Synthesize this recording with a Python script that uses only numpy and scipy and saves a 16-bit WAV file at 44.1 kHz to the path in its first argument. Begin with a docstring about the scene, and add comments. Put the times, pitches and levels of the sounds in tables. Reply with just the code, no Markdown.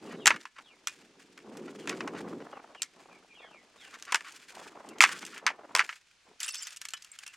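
"""A gust buffets the microphone, a sleeve and frosty grass rustle, and a far bird whistles falling slurs.
A plastic poultry feeder with ice frozen in it is tipped, flexed and knocked: the ice scrapes by
stick-slip friction and cracks against the wall, each impact exciting the bucket's damped modes.
Then a hand scrabbles among loose chips inside, which tick and tinkle on their own high modes.
Gain control ducks the whole yard after each loud crack."""
import sys
import numpy as np
from scipy import signal
from scipy.io import wavfile
from scipy.ndimage import uniform_filter1d

SR = 44100
rng = np.random.default_rng(int(sys.argv[2]) if len(sys.argv) > 2 else 0)


def bounce(signal):
    """Save signal as a 16-bit WAV file at the path given by the first command-line argument."""
    frames = np.transpose(np.atleast_2d(signal))
    limited = np.clip(frames, -1, 1)
    pcm = np.round(limited * 32767).astype(np.int16)
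    wavfile.write(sys.argv[1], SR, pcm)


N = 324576
RING_T = np.arange(SR // 4) / SR  # time axis of one free decay [s]

# Spectrum of the struck plastic wall: (frequency [Hz], level [dB])
WALL_SPECTRUM = [(30, -68.5), (100, -45.5), (300, -31.5), (700, -19.5), (1000, -5.5), (1300, 1.5),
                 (2200, -0.5), (2900, -4.5), (3700, -16), (6000, -18.5), (16000, -66.5)]
# Spectrum of friction on cloth, frost and ice: (frequency [Hz], level [dB])
CRUNCH_SPECTRUM = [(60, -50.5), (300, -24.5), (700, -11), (1500, 6.5), (2500, 7), (4000, -0.5), (7500, -2),
                   (9500, -7.5), (12000, -17), (16000, -26)]


def amp(db):
    """The decibel law: 20 dB is a factor of ten in amplitude."""
    return 10 ** (np.asarray(db) / 20)


def unit(x):
    """Power normalisation to rms 1."""
    return x / np.sqrt(np.mean(x ** 2) + 1e-20)


def punch(x):
    """Energy normalisation of a transient to that of 5 ms at rms 1."""
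    return x / np.sqrt(np.sum(x ** 2) / (.005 * SR) + 1e-20)


def add(mix, start, sound):
    """Superposition: a sound joins the mix at its start time [s]."""
    part = mix[..., max(round(start * SR), 0):][..., :sound.shape[-1]]
    part += sound[..., :part.shape[-1]]


def colour(spectrum, size=2048):
    """Minimum-phase impulse response for rows of (frequency [Hz], level [dB])."""
    hz, db = np.transpose(spectrum)
    bin_hz = abs(np.fft.fftfreq(size, 1 / SR)) + 1
    log_gain = np.log(amp(np.interp(np.log(bin_hz), np.log(hz), db)))
    return np.fft.ifft(np.exp(np.conj(signal.hilbert(log_gain)))).real[:size // 2]


def through(x, response):
    """Linear filtering: convolution with an impulse response."""
    return signal.oaconvolve(x, response)[:len(x)]


def wander(per_s, size=N):
    """Random modulation: straight glides between Gaussian values."""
    steps = rng.standard_normal(size // 16 + 2)
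    return np.interp(np.arange(size) * per_s / SR, np.arange(len(steps)), steps)


def ports(x, width):
    """Phase difference at two close microphone ports: alike in the bass, parting in the treble."""
    side = width * np.convolve(x, [-.28, .85, 0, -.85, .28], "same")
    return np.array([x + side, x - side])


def swells(rows, attack_s, release_db_per_s, column=2):
    """Incoherent sources add in power: the joint gain of events that rise, hold and die away."""
    t, power = np.arange(N) / SR, np.zeros(N)
    for row in rows:
        start, duration = row[:2]
        rise = np.clip((t - start) / attack_s, 0, 1)
        past_end = np.clip(t - start - duration, 0, 1)
        power += (rise * amp(row[column] - release_db_per_s * past_end)) ** 2
    return np.sqrt(power)


def grit(per_s, spread_db):
    """Shot noise: a Poisson train of tiny slips, a few of them large."""
    sizes = amp(spread_db * np.minimum(rng.exponential(1, N), 3.5)) * rng.choice([-1, 1], N)
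    return unit(sizes * (rng.random(N) < per_s / SR))


def burst(response, t60, tail_db, tail_t60):
    """Two-slope decay: tiny fractures excite dense modes that fall fast, then leave a weaker tail."""
    decay = amp(-60 * RING_T / t60) + amp(tail_db - 60 * RING_T / tail_t60)
    onset = 1 - np.exp(-RING_T / .0002)
    fractures = rng.standard_normal(len(RING_T)) * amp(2.5 * wander(500, size=len(RING_T)))
    return punch(through(fractures * decay * onset, response))


def wind(attack_s=.048, release_db_per_s=210.5):
    """Turbulent pressure at the microphone: a low buffet, and flutter that differs a little by port."""
    # Gusts and the breeze under them: (time [s], duration [s], buffet gain [dB], flutter gain [dB])
    gusts = [(0, 0.35, -46, -56), (0.95, 0.5, -65.5, -94), (1.42, 0.46, -48, -58), (1.82, .6, -43.5, -52),
             (2.4, 0.2, -74, -50), (2.57, 0.18, -70, -58), (2.92, 0.28, -68.5, -61.5),
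             (3.36, .2, -76.5, -60.5), (3.7, 0.65, -77.5, -65.5), (4.5, 0.41, -64, -54),
             (4.84, 0.34, -53.5, -57), (5.06, 0.31, -56, -60), (5.41, 0.17, -64.5, -48.5),
             (5.6, 0.24, -67, -54.5), (6.24, 0.06, -66.5, -63)]
    breeze = [(0.54, 5.2, -71, -71)]
    # Spectra of the eddies: (frequency [Hz], level [dB])
    buffet_spectrum = [(25, -35), (60, -36.5), (110, -17.5), (190, -2.5), (280, 1), (430, -1.5),
                       (650, -15.5), (1200, -28), (3000, -62)]
    flutter_spectrum = [(60, -32), (200, -16), (400, -6), (750, -2.5), (1200, -6), (2000, -17), (3500, -32),
                        (8000, -54.5)]
    buffet = unit(through(rng.standard_normal(N) * amp(2.6 * wander(60)), colour(buffet_spectrum)))
    spits = amp(7.5 * np.minimum(wander(170), 1.3))
    common, apart = (unit(through(rng.standard_normal(N) * spits, colour(flutter_spectrum)))
                     for _ in range(2))
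    flutter = common + .18 * np.array([apart, -apart])
    buffet_gain = swells(gusts + breeze, attack_s, release_db_per_s, column=2)
    flutter_gain = swells(gusts + breeze, attack_s, release_db_per_s, column=3)
    return amp(1.5) * buffet * buffet_gain + amp(1) * flutter * flutter_gain


def rustle(hiss=.19, layers=5, idle_db=-72):
    """Friction noise: clumps of slips and snapping frost crystals over a rubbing hiss, to either side."""
    # Strokes of sleeve, frosty grass and sliding ice: (time [s], duration [s], level [dB])
    strokes = [(0, 0.22, -64.5), (0.31, 0.12, -58.5), (0.89, .1, -61.5), (1.17, .07, -66),
               (1.49, 0.34, -65.5), (1.77, 0.23, -58.5), (2.15, 0.062, -57.5), (2.27, 0.049, -59.5),
               (2.6, 0.5, -76.5), (3.75, .2, -60), (3.92, 0.37, -61.5), (4.23, .2, -56),
               (4.46, 0.24, -57.5), (5.05, 0.11, -42), (5.25, 0.078, -49.5), (5.76, 0.19, -52),
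               (6.39, 0.16, -49), (6.56, 0.16, -53.5), (6.77, 0.56, -63)]
    out, clumps = np.zeros((2, N)), amp(5.3 * wander(80))
    motion = np.hypot(swells(strokes, attack_s=.026, release_db_per_s=219), amp(idle_db))
    for side in (-1, 1):
        grains = np.zeros(N)
        for _ in range(layers):
            slips = grit(per_s=100, spread_db=1.5)
            grains += through(slips, burst([1.], t60=.0089, tail_db=-21, tail_t60=.047))
        friction = (unit(grains) + hiss * rng.standard_normal(N)) * clumps
        crunch = unit(through(friction, colour(CRUNCH_SPECTRUM)))
        out += ports(crunch * motion, width=.36 * side)
    return out


def air(level_db=-68):
    """A diffuse field: the quiet of an open yard, partly correlated between the channels."""
    # Spectrum of the ambient noise: (frequency [Hz], level [dB])
    air_spectrum = [(25, -13.5), (90, -12), (250, -14.5), (500, -16), (900, -15.5), (2700, -10.5),
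                    (3800, -12.5), (6000, -15), (10000, -27), (16000, -60)]
    middle, side = (unit(through(rng.standard_normal(N), colour(air_spectrum))) for _ in range(2))
    return amp(level_db) * (middle + amp(-6.5) * np.array([side, -side]))


def bird():
    """Frequency modulation: wavering, falling whistles, blurred by scattering from the trees."""
    # Slurs: (time [s], duration [s], top frequency [Hz], fall [octaves/s], relative level [dB])
    slurs = [(0.049, 0.065, 3160, 7.7, -54.5), (0.16, .09, 3940, 1.8, -58), (0.195, 0.068, 3400, 6.6, -51),
             (0.628, 0.12, 4170, 8.9, -55), (1.784, .07, 3610, 7.9, -55), (2.51, 0.086, 3220, 6, -57.5),
             (2.744, 0.12, 3324, 6.2, -51), (3.088, 0.087, 2617, 2.6, -53),
             (3.283, 0.066, 2666, 3.9, -52.5), (3.339, 0.13, 3387, 6.8, -51.5),
             (3.379, 0.12, 3774, 2.96, -55), (3.407, .08, 2050, 6.7, -55.5), (3.506, .1, 2910, 6.1, -52.5),
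             (3.769, 0.15, 3940, 5.3, -53.5), (3.78, 0.11, 2660, 8.5, -54), (4.873, .079, 3120, 9.4, -53.5),
             (7.103, 0.052, 2295, 2.7, -55.5), (7.252, 0.055, 2730, 2.2, -48.5)]
    song = np.zeros(N)
    for start, duration, top_hz, fall, db in slurs:
        t = np.arange(int(duration * SR)) / SR
        hz = top_hz * 2 ** (-fall * t) * (1 + .04 * wander(500, size=len(t)))
        envelope = amp(db) * np.sqrt(abs(np.sin(np.pi * t / duration)))
        add(song, start, envelope * np.sin(2 * np.pi * np.cumsum(hz) / SR))
    trees = rng.standard_normal((2, len(RING_T))) * np.exp(-RING_T / .019)
    middle, side = (through(song, echo / np.linalg.norm(echo)) for echo in trees)
    return amp(-2) * (.35 * song + np.array([middle + .15 * side, middle - .15 * side]))


def scrapes():
    """Stick-slip friction: ice and fingers drag along the wall and sound through the plastic."""
    # Drags along the wall: (time [s], duration [s], level [dB])
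    drags = [(0.095, 0.073, -51), (0.312, 0.054, -37), (0.552, 0.056, -48.5), (1.671, 0.03, -52.5),
             (1.89, 0.074, -45), (2.136, 0.076, -46), (2.395, 0.038, -51), (3.92, 0.05, -48.5),
             (4.06, 0.07, -46), (4.231, 0.075, -45), (5.056, 0.13, -42), (5.32, 0.037, -49)]
    envelope = np.zeros(N)
    for start, duration, db in drags:
        add(envelope, start, amp(db) * signal.windows.tukey(int(duration * SR), .6))
    slips = grit(per_s=1500, spread_db=4.5)
    body = unit(through(slips, burst(colour(WALL_SPECTRUM), t60=.02, tail_db=-20, tail_t60=.1)))
    crunch = unit(through(slips, colour(CRUNCH_SPECTRUM)))
    return ports(envelope * (body + amp(-17.5) * crunch), width=.21)


def pings(tinkles=7, tinkle_span_s=(6.44, 6.63), tinkle_hz=7830, spread_oct=.07, tinkle_db=-43):
    """Constant-Q decay: ice and bucket wall ring briefly on close pairs of modes, higher dying sooner."""
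    # Short pitched rings of ice and of the bucket wall: (time [s], frequency [Hz], relative level [dB])
    rings = [(0.2572, 7480, -27), (0.27, 7365, -18), (0.873, 2455, -37.5), (2.82, 7220, -29.5),
             (6.411, 9800, -47), (6.431, 7540, -33), (6.446, 2780, -49), (6.485, 2710, -35),
             (6.545, 2700, -47), (6.614, 3120, -47), (6.625, 7400, -42), (6.936, 3010, -37),
             (6.968, 3940, -52), (6.97, 5070, -53.5), (7.117, 7620, -45)]
    # Small bits of ice tinkle at random as the hand digs in.
    small = [(rng.uniform(*tinkle_span_s), tinkle_hz * 2 ** (spread_oct * rng.standard_normal()),
              tinkle_db) for _ in range(tinkles)]
    out = np.zeros((2, N))
    for start, hz, db in rings + small:
        phase = 2 * np.pi * hz * RING_T
        pair = np.sin(phase) + .45 * np.sin(phase * rng.uniform(.92, 1.12))
        decay = np.exp(-hz * RING_T / 42)  # 1/e in 42 cycles
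        add(out, start, ports(amp(db + .5) * punch(pair * decay), width=.28 * rng.choice([-1, 1])))
    return out


def bucket_ring(longest_t60=.13):
    """Modal superposition: random weights stand for the strike point, detuning for hand and ice load."""
    # Long modes of the bucket: (frequency [Hz], level [dB], 60 dB decay time before the cap [s])
    modes = [(1140, -11.5, 0.058), (1330, -8, 0.032), (1466, -10.5, 0.13), (1674, -1, 0.078),
             (1752, 1.5, 0.22), (2000, -5.5, 0.035), (2270, -3.5, 0.036), (2195, -4.5, 0.18),
             (2363, -4, 0.33), (2600, 8.5, 0.034), (2856, -4, 0.08), (3130, -18.5, 0.23)]
    hz, db, t60 = np.transpose(modes)[:, :, None]
    weight, detune = rng.standard_normal((2, len(modes), 1))
    decay = amp(db - 60 * RING_T / np.minimum(t60, longest_t60))
    return punch((weight * decay * np.sin(2 * np.pi * hz * (1 + .0093 * detune) * RING_T)).sum(0))


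def base_ring():
    """Mass loading: the stiff base rings briefly, its random pitch standing for the ice lying on it."""
    hz = rng.uniform(820, 1120)
    return punch(np.sin(2 * np.pi * hz * RING_T) * np.exp(-RING_T / .0061))


def knock(thud_db, snap_db):
    """Impulse excitation: one blow gives a ringing wall, a hollow thud of the base and a snap of ice."""
    # Spectra of the struck base and the cracking ice: (frequency [Hz], level [dB])
    thud_spectrum = [(40, -58.5), (150, -32.5), (300, -24.5), (500, -6), (950, 7), (1400, -3), (3000, -50)]
    snap_spectrum = [(100, -67.5), (600, -33.5), (2000, -8.5), (3300, 0.5), (4300, -2.5), (5500, 0.5),
                     (6400, -1), (7400, -1.5), (9200, -8.5), (12000, -19.5), (16000, -34)]
    wall = amp(.9) * burst(colour(WALL_SPECTRUM), t60=.036, tail_db=-21, tail_t60=.13)
    wall += amp(-9) * bucket_ring()
    thud = burst(colour(thud_spectrum), t60=.0081, tail_db=-22.5, tail_t60=.14) + base_ring()
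    snap = burst(colour(snap_spectrum), t60=.014, tail_db=-22.5, tail_t60=.12)
    return wall + amp(thud_db - 4.5) * thud + amp(snap_db + .7) * snap


def knocks(contacts=4, gap_s=.0108, jitter_s=.0012, dulling_db=1.5):
    """Inelastic rebound: ice chatters on the wall after a blow, each contact weaker and duller."""
    # Blows: (time [s], relative level [dB], thud trim [dB], snap trim [dB], loss per rebound [dB])
    blows = [(0.2581, -17.5, -8.5, -5, 18), (0.269, -18.5, -7.5, 2.5, 21), (0.2751, -13, -12, -2, 20.5),
             (0.3046, -15, -1, -21, 22), (0.454, -36, -4, -13.5, 27), (0.586, -44.5, 0.5, -11.5, 7),
             (0.872, -33, -25, 5.5, 10.5), (1.376, -48.5, -30, -5, 6), (1.874, -34.5, -11, -6.5, 7),
             (1.894, -32, -16, -0.5, 16), (2.006, -33.5, -5, -17, 16), (2.076, -37.5, 5, -8, 30),
             (2.748, -48, -31, -12.5, 25), (2.8196, -45, -32, 16, 23), (2.8302, -45, -32, 11, 18),
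             (3.941, -48.5, -7, -3, 5.5), (4.0243, -49, -21, 7.5, 13.5), (4.122, -31, 0, 1.5, 23.5),
             (4.126, -31, -1, -9, 30), (4.145, -19.5, -2.5, -5, 22), (4.156, -27.5, -17.5, -3, 20),
             (4.207, -41, -10, -9, 21), (5.006, -9.5, -24.5, -11.5, 19), (5.0142, -19, -9.5, -0.5, 16),
             (5.023, -17.5, -13, -1.5, 16), (5.03, -18, -17, -5.5, 15.5), (5.038, -8, -27, -10.5, 9),
             (5.0907, -28.5, -8, -9, 16), (5.228, -37.5, -5.5, -13, 9.5), (5.362, -40.5, -16, -24, 2.5),
             (5.4654, -16.5, -35.5, -6.5, 20), (5.477, -21.5, -19, -24.5, 8),
             (5.503, -36.5, 3.5, -30.5, 11.5), (5.7504, -21, 0.5, 0.5, 5.5), (5.785, -34.5, -3, 0, 15.5),
             (5.7929, -13.5, -16, -18, 7.5), (5.8913, -28, -31, -24, 19), (5.927, -38.5, -29, -19, 21)]
    out = np.zeros((2, N))
    for start, db, thud_db, snap_db, loss_db in blows:
        width = .3 * rng.choice([-1, 1])
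        for rebound in range(contacts):
            contact = amp(db - rebound * loss_db) * knock(thud_db, snap_db - rebound * dulling_db)
            add(out, start, ports(contact, width))
            start += gap_s + jitter_s * rng.standard_normal()
    return out


def shard(t60, modes=7):
    """Free vibration of one piece of ice: glassy modes, damped more with pitch; t60 holds at 5 kHz."""
    hz, weight = rng.uniform(2400, 9500, (modes, 1)), rng.standard_normal((modes, 1))
    t = RING_T[:SR // 20]
    decay = amp(-60 * t / t60 * np.sqrt(hz / 5000))
    ring = (weight * np.sin(2 * np.pi * hz * t) * decay).sum(0)
    return punch(np.pad(ring, (0, len(RING_T) - len(t))))


def chips():
    """Contact coupling: breaking and colliding chips tick, clink and set the wall ringing."""
    # Impacts of the larger chips: (time [s], relative level [dB], wall trim [dB])
    impacts = [(0.361, -49.5, 25.5), (1.571, -50, 8), (4.052, -49.5, 0), (4.322, -49.5, -14),
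               (4.363, -51, 6), (4.552, -52, -9), (4.889, -48, -2), (4.984, -48.5, 8), (5.129, -39, 13),
               (5.191, -42.5, -10), (5.251, -37, -14), (5.264, -39, 2), (5.378, -45.5, 15),
               (6.403, -35.5, -4), (6.41, -45, -4), (6.431, -35, -14), (6.444, -37.5, -13),
               (6.481, -36.5, -18), (6.489, -34.5, 3), (6.544, -37, -3), (6.554, -38, -8),
               (6.631, -39.5, -5), (6.67, -39, -1), (6.706, -48, -2), (6.7282, -48, -1), (6.762, -46, 0),
               (6.77, -43, -10), (6.815, -40, 5), (6.8524, -39.5, 8), (6.8862, -40, -3), (6.905, -49, -10),
               (6.9358, -35.5, 8), (7.022, -47.5, -8), (7.046, -48, 1.5), (7.1875, -42.5, -0.5),
               (7.264, -44, 4.5), (7.2773, -44, 3.5), (7.338, -54, 12)]
    # Spectrum of a tick of ice: (frequency [Hz], level [dB])
    tick_spectrum = [(300, -37), (700, -37), (1500, -19), (2800, 8), (4000, 0.5), (5500, 7.5), (7800, 5.5),
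                     (9200, -2), (12000, -5.5), (16000, -26)]
    out = np.zeros((2, N))
    for start, db, wall_db in impacts:
        tick = burst(colour(tick_spectrum), t60=.019, tail_db=-10, tail_t60=.068)
        ice = amp(.5) * (tick + .52 * shard(t60=.028))
        wall = amp(wall_db - 10) * burst(colour(WALL_SPECTRUM), t60=.039, tail_db=-16.5, tail_t60=.1)
        wall += amp(wall_db - 17) * bucket_ring()
        add(out, start, ports(amp(db) * (ice + wall), width=.28 * rng.choice([-1, 1])))
    return out


def stir(pieces=8):
    """Random collisions: loose pieces jostle under the hand, each clinking on its own modes."""
    # Envelope of the ice stirred on the bottom: (time [s], level [dB])
    envelope = [(6.38, -88), (6.41, -49), (6.5, -45.5), (6.64, -46.5), (6.78, -85), (6.85, -110)]
    times, db = np.transpose(envelope)
    gain = amp(np.interp(np.arange(N) / SR, times, db))
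    clinks = sum(through(grit(per_s=19, spread_db=2), shard(t60=.054, modes=2)[:SR // 20])
                 for _ in range(pieces))
    return ports(unit(clinks) * gain, width=.3)


def scene():
    """Superposition: the near bucket's knocks and clinks, deep bass cut, amid rustle, wind, bird, air."""
    bucket = knocks() + chips() + pings() + scrapes() + stir()
    low_cut = signal.butter(2, 300, "high", fs=SR, output="sos")
    return signal.sosfilt(low_cut, bucket) + rustle() + wind() + bird() + air()


def record(dry, threshold_db=-29.5, share=.35, lag_s=.065, recovery_db_per_s=12, edge_hz=16400):
    """Compression removes a share of the level over the threshold; clipping and a band limit follow."""
    power_db = 10 * np.log10(abs(uniform_filter1d((dry ** 2).mean(0), size=900)) + 1e-12)
    cut_db = share * np.maximum(power_db - threshold_db, 0)
    recovery = recovery_db_per_s * np.arange(N) / SR
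    held_db = np.maximum.accumulate(cut_db + recovery) - recovery  # each cut lets go at a steady rate
    pole = np.exp(-1 / (lag_s * SR))
    duck_db = signal.lfilter([1 - pole], [1, -pole], held_db)
    ducked = np.clip(dry * amp(-duck_db), -1, 1)
    lowpass = signal.firwin(255, edge_hz, window=("kaiser", 9), fs=SR)
    return signal.oaconvolve(ducked, lowpass[None], "same")


dry = scene()
out = record(dry)
bounce(out)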